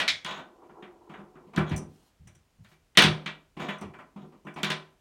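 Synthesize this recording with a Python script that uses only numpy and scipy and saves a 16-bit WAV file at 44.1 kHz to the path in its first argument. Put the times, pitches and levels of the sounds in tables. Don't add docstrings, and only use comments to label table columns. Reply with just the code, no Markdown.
import sys
import numpy as np
from scipy import signal
from scipy.fft import rfft, irfft
from scipy.io import wavfile

SR = 44100
rng = np.random.default_rng(int(sys.argv[2]) if len(sys.argv) > 2 else 0)


def transcribe(signal):
    frames = np.atleast_2d(signal).T
    limited = np.clip(frames, -1, 1)
    pcm = np.round(limited * 32767).astype(np.int16)
    wavfile.write(sys.argv[1], SR, pcm)


N = 220544
SIZE = 32768
AGE = np.arange(SIZE) / SR
BINS = np.fft.rfftfreq(SIZE, 1 / SR) + 1

# frequency in Hz, time to fall by 60 dB in seconds.
RING = [(100, 0.48), (350, .8), (1000, 0.52), (2000, 0.4), (4000, 0.38), (8000, 0.36), (16000, 0.087)]


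def knocks(decay):
    # start in seconds, strength in dB, contact corner in Hz (high = hard hit),
    # level of the hollow sound in dB, level of the floor boom in dB.
    knock_rows = [(0, -32.5, 6000, -34.5, -57), (0.2469, -39.5, 8100, -62, -50),
                  (.308, -41.5, 3800, -67, -47.5), (.373, -38, 1260, -50.5, -60),
                  (0.627, -62.5, 885, -73, -81), (0.692, -50.5, 1420, -70, -62),
                  (.824, -45.5, 2130, -68.5, -54), (1.094, -41, 1240, -55, -53),
                  (1.137, -41.5, 1630, -63, -70), (1.187, -44, 1370, -62, -48.5),
                  (1.354, -47, 1200, -85, -56), (1.467, -46, 700, -70, -58), (1.533, -38, 1160, -51.5, -65),
                  (1.562, -41.5, 9300, -62, -40), (1.574, -22, 1580, -37, -23.5),
                  (1.711, -30, 990, -40, -30), (1.775, -32.5, 710, -78, -65),
                  (2.272, -75, 16000, -65, -64.5), (2.35, -74.5, 14100, -80, -73.5),
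                  (2.646, -67.5, 10010, -68.5, -89), (2.715, -74, 11130, -68.5, -63),
                  (2.951, -54.5, 3500, -64, -65), (2.9725, -12.5, 8300, -30.5, -25),
                  (3.022, -21, 8500, -43, -44), (3.042, -29.5, 6500, -34.5, -23.5),
                  (3.26, -36, 3770, -50, -47), (3.567, -34.5, 1027, -48.5, -44),
                  (3.595, -35, 1325, -42.5, -37), (3.617, -27, 1050, -42, -66),
                  (3.685, -41.5, 2810, -39, -40.5), (3.812, -32.5, 1130, -47, -41.5),
                  (3.936, -46.5, 1690, -55.5, -76), (3.986, -42, 1580, -54.5, -64),
                  (4.16, -39, 1020, -58.5, -42.5), (4.226, -40.5, 756, -68.5, -49),
                  (4.32, -46.5, 1080, -65, -69), (4.447, -39, 845, -63, -50.5),
                  (4.467, -45, 2130, -51.5, -48.5), (4.56, -32, 1170, -44.5, -46),
                  (4.583, -40, 1090, -47.5, -71), (4.631, -30.5, 9800, -42.5, -33.5),
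                  (4.702, -33.5, 7600, -42, -41.5)]
    # frequency in Hz, relative level in dB,
    # time to fall by 60 dB in seconds.
    floor_rows = [(155.05, -4.5, .42), (201.3, -3, 0.31), (297.4, -7.5, 0.082), (345.3, -12.5, 0.3),
                  (379.6, -13, 0.47)]
    # frequency in Hz, gain in dB.
    shell_colour = [(30, -24.5), (90, -13), (200, 2.5), (400, -1.5), (700, -8.5), (1100, 0), (2200, 3),
                    (3600, 6.5), (5000, -4), (9000, -7), (16000, -38)]
    hollow_colour = [(100, -35), (600, -5), (1000, -10.5), (1600, -4.5), (2400, -5.5), (3400, -13),
                     (4500, -22), (9000, -37.5)]
    tick_colour = [(100, -51), (500, -36), (3000, -3.5), (5000, -2.5), (6200, 7.5), (9500, -1),
                   (11000, -14.5), (16000, -13.5)]
    rebound_s, rebound_db = .015, -5

    out = np.zeros(N)
    shell_bank = shell_modes()
    floor_bank = modes(floor_rows)
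    tones = colour(shell_colour), colour(hollow_colour), colour(tick_colour)
    swell = 1 - np.exp(-AGE / 0.0013)
    for start_s, db, contact_hz, hollow_db, boom_db in knock_rows:
        first = contact(decay, shell_bank, tones, db, contact_hz, hollow_db)
        second = contact(decay, shell_bank, tones, db + rebound_db,
                         0.92 * contact_hz, hollow_db + rebound_db)
        boom = undb(boom_db) * strike(floor_bank, scatter_db=4.0) * swell
        add(out, start_s, first)
        add(out, start_s + rebound_s, second)
        add(out, start_s, boom)
    return out


def contact(decay, shell_bank, tones, db, contact_hz, hollow_db):
    soft_contact_hz = 1000
    tick_db, tick_db_per_octave = -51.5, 13.5
    push_cycles = 5

    shell_tone, hollow_tone, tick_tone = tones
    hardness_octaves = np.log2(contact_hz / soft_contact_hz)
    push = 1 - np.exp(-AGE * contact_hz / push_cycles)
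    snap = 1 + 0.73 * np.exp(-AGE / 0.002)
    wash = unit(dense(decay, direct=0.79))
    ring = (wash + undb(-12.5) * strike(shell_bank, scatter_db=3)) * push
    shell = soften(coloured(ring, shell_tone), contact_hz)
    tick_gain = undb(tick_db + tick_db_per_octave * hardness_octaves)
    tick = tick_gain * coloured(wash * snap, tick_tone)
    hollow = undb(hollow_db) * coloured(ring, hollow_tone)
    return undb(db) * (shell + tick) + hollow


def soften(x, corner_hz):
    low_pass = signal.butter(N=3, Wn=min(corner_hz, .45 * SR), fs=SR, output="sos")
    return signal.sosfilt(low_pass, x)


def clinks(decay):
    # start in seconds, level in dB.
    clink_rows = [(.0788, -27), (.085, -26)]
    # frequency in Hz, relative level in dB,
    # time to fall by 60 dB in seconds.
    bottle_rows = [(2152, 2.5, .12), (2350, -12.5, .17), (2390, -6, .14), (3325, -18, .25),
                   (3278, -6.5, .17), (3390, -4.5, .3), (3505, -5.5, .22), (3890, -2, .2), (5274, -.5, .16)]
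    # frequency in Hz, gain in dB.
    clink_colour = [(100, -26.5), (1000, -18.5), (1600, -7.5), (2200, 5.5), (2750, -5), (3500, 3),
                    (5500, -8.5), (8000, -19.5), (16000, -37)]

    out = np.zeros(N)
    for start_s, db in clink_rows:
        spread = coloured(dense(decay, direct=0.84), colour(clink_colour))
        bottle = undb(-10) * strike(modes(bottle_rows), scatter_db=1.0)
        add(out, start_s, undb(db) * (spread + bottle))
    return out


def rolling(decay):
    # start in seconds, length in seconds, level in dB.
    roll_rows = [(.44, 0.041, -54), (.572, 0.18, -55), (.745, 0.23, -53), (1.07, .2, -54),
                 (1.33, 0.22, -58.5)]
    # attack in seconds, loss to friction in dB per second, release in seconds.
    roll_motion = (0.004, 15, 0.12)

    ring = unit(dense(decay, direct=0.209)) + undb(-12.5) * strike(shell_modes(), scatter_db=3)
    rumble = colour([(60, -57.0), (200, -12.0), (370, 8.5), (550, -6.5), (1000, -1.5),
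                     (1600, -20), (4000, -53.0)])
    bumps = grains(effort(roll_rows, roll_motion), rate=280, spread_db=5.5)
    return excite(bumps, coloured(ring, rumble))


def skidding(decay):
    # start in seconds, length in seconds, level in dB.
    skid_rows = [(.255, .14, -36.5), (1.1, 0.075, -61.5), (1.66, 0.036, -39.5), (2.995, 0.027, -23.5),
                 (3.595, 0.16, -40), (4.165, .08, -60.5), (4.65, 0.064, -36)]
    # attack in seconds, loss in dB per second, release in seconds.
    skid_motion = (0.0029, 30.6, 0.005)

    ring = unit(dense(decay, direct=.3)) + undb(-10) * strike(shell_modes(), scatter_db=3)
    chatter = colour([(60, -50), (300, -9.0), (700, 4), (1200, 8.5), (2200, -2.0), (3700, 2.0),
                      (4900, -26.0), (6600, -11.5), (9500, -38.5), (16000, -25.0)])
    touches = grains(effort(skid_rows, skid_motion), rate=700, spread_db=7.5)
    return excite(touches, coloured(ring, chatter))


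def paws(decay):
    # start in seconds, thud level in dB.
    paw_rows = [(0.08, -56.5), (0.248, -59), (1.571, -36), (1.712, -31.5), (1.83, -51.5), (2.193, -53.5),
                (2.244, -53), (2.348, -65), (2.578, -53), (3.048, -34.5), (3.825, -47.5)]
    # frequency in Hz, gain in dB.
    thud_colour = [(20, -19), (50, -10.5), (90, 1), (130, 0), (200, -4), (300, -30.5), (1000, -40.5),
                   (4000, -69)]

    out = np.zeros(N)
    press = (1 - np.exp(-AGE / 0.022)) * np.exp(-AGE / 0.13)
    for start_s, db in paw_rows:
        thud = coloured(dense(decay, direct=0) * press, colour(thud_colour))
        add(out, start_s, undb(db) * thud)
    return out


def claws(decay):
    # start in seconds, level in dB.
    claw_rows = [(1.694, -62.5), (1.763, -48), (1.777, -50.5), (2.275, -64), (2.353, -71.5), (3.785, -68),
                 (3.811, -60.5), (4.45, -78.5), (4.54, -68.5)]
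    # frequency in Hz, gain in dB.
    claw_colour = [(100, -56), (3000, -33), (5200, -17), (5900, 1), (6600, -15.5), (9500, -8), (11000, -27),
                   (16000, -21)]

    out = np.zeros(N)
    for start_s, db in claw_rows:
        tick = coloured(dense(decay, direct=2.3), colour(claw_colour))
        add(out, start_s, undb(db) * tick)
    return out


def fur(decay):
    # start in seconds, length in seconds, level in dB.
    brush_rows = [(1.87, .21, -66.5), (2.61, 0.12, -66)]
    # attack in seconds, loss to friction in dB per second, release in seconds.
    brush_motion = (0.046, 17, 0.021)
    # frequency in Hz, gain in dB.
    brush_colour = [(100, -19.5), (800, -2), (2000, -12.5), (4300, -10), (7000, -14.5), (16000, -17.5)]

    hairs = grains(effort(brush_rows, brush_motion), rate=1600, spread_db=4.0)
    return excite(hairs, coloured(dense(decay, direct=0.59), colour(brush_colour)))


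def quiet():
    # frequency in Hz, relative level in dB per Hz.
    quiet_colour = [(15, -30.5), (25, -12), (42, 2), (97, -4.5), (153, -9), (1130, -20), (2000, -22),
                    (2990, -22.5), (3340, -25), (6920, -27.5), (16000, -36.5)]
    quiet_db = -69.5

    x = shape(rng.standard_normal(N), lambda hz: undb(along(quiet_colour, hz)))
    return undb(quiet_db) * x / np.std(x)


def effort(strokes, motion):
    attack_s, loss_db_per_s, release_s = motion
    out = np.zeros(N)
    for start_s, length_s, db in strokes:
        attack = 1 - np.exp(-AGE / attack_s)
        release = np.exp(-np.maximum(AGE - length_s, 0) / release_s)
        add(out, start_s, undb(db - loss_db_per_s * AGE) * (attack * release))
    return out


def grains(level, rate, spread_db):
    hits = rng.random(N) < rate / SR
    signs = rng.choice([-1, 1], N)
    sizes = undb(spread_db * rng.standard_normal(N))
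    x = hits * signs * sizes
    return x / np.std(x) * level


def excite(x, response):
    return signal.fftconvolve(x, response / np.sqrt(np.sum(response ** 2)))[:N]


def fading(late):
    hz = np.clip(BINS, 125, 16000)
    centres = 125 * 2. ** np.arange(8)[:, None]
    bands = np.maximum(0, 1 - abs(np.log2(hz / centres)))
    room = np.exp(-np.log(1000) * AGE / along(RING, centres))
    tub = room ** 2
    return bands, tub + late * room


def dense(decay, direct, direct_s=0.0042):
    # delay in seconds, gain (a plain factor).
    wall_rows = [(.006, 0.26), (0.015, 0.29)]

    bands, envelopes = decay
    noise = irfft(rfft(rng.standard_normal(SIZE)) * bands)
    tail = np.sum(noise * envelopes, axis=0)
    crack = np.exp(-AGE / direct_s)
    for lag_s, gain in wall_rows:
        crack = crack + gain * (AGE > lag_s) * np.exp(-abs(AGE - lag_s) / direct_s)
    return tail * (1 + direct * crack)


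def shell_modes():
    # frequency in Hz, relative level in dB.
    shell_rows = [(356, -3), (614, 0), (657, -3), (743, -2), (915, -5), (1017, 3), (1157, -4), (1249, -3),
                  (1346, -2), (1423, 0), (1509, 1), (1927, 2), (2331, 5), (2893, 3), (3097, 0), (3227, 0),
                  (3409, 0), (3630, 0), (4020, 0), (4495, 0)]
    return modes([(hz, db, .66 * along(RING, hz)) for hz, db in shell_rows])


def modes(table):
    hz, db, t60 = np.transpose(table)[:, :, None]
    sign = (-1) ** np.arange(len(hz))[:, None]
    fade = np.exp(-np.log(1000) * AGE / t60)
    return sign * undb(db) * fade * np.sin(2 * np.pi * hz * AGE)


def strike(bank, scatter_db):
    strengths = undb(scatter_db * rng.standard_normal((len(bank), 1)))
    return unit(np.sum(strengths * bank, axis=0))


def colour(points):
    return causal(undb(along(points, BINS)))


def causal(gain):
    cepstrum = irfft(np.log(gain + 1e-9))
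    cepstrum[1:SIZE // 2] *= 2
    cepstrum[SIZE // 2 + 1:] = 0
    return np.exp(rfft(cepstrum))


def coloured(x, spectrum):
    return unit(irfft(rfft(x) * spectrum))


def unit(x):
    return x / np.sqrt(np.mean(x[:SR // 20] ** 2))


def shape(x, gain):
    hz = np.fft.rfftfreq(len(x), 1 / SR) + 1
    return irfft(rfft(x) * gain(hz), len(x))


def along(points, hz):
    f, value = np.transpose(points)
    return np.interp(np.log(hz), np.log(f), value)


def undb(db):
    return 10 ** (np.asarray(db) / 20)


def add(out, s, x):
    i = max(0, int(s * SR))
    out[i:i + len(x)] += x[:max(0, N - i)]


def scene():
    decay = fading(late=.18)
    hits = knocks(decay) + clinks(decay)
    motions = rolling(decay) + skidding(decay)
    puppy = paws(decay) + claws(decay) + fur(decay)
    return (hits + motions + puppy + quiet())[None]


def record(dry):
    ceiling, top_hz = .78, 15900
    rounded = ceiling * np.tanh(dry / ceiling)
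    return signal.sosfilt(signal.ellip(8, .2, 70, top_hz, fs=SR, output="sos"), rounded)


dry = scene()
out = record(dry)
transcribe(out)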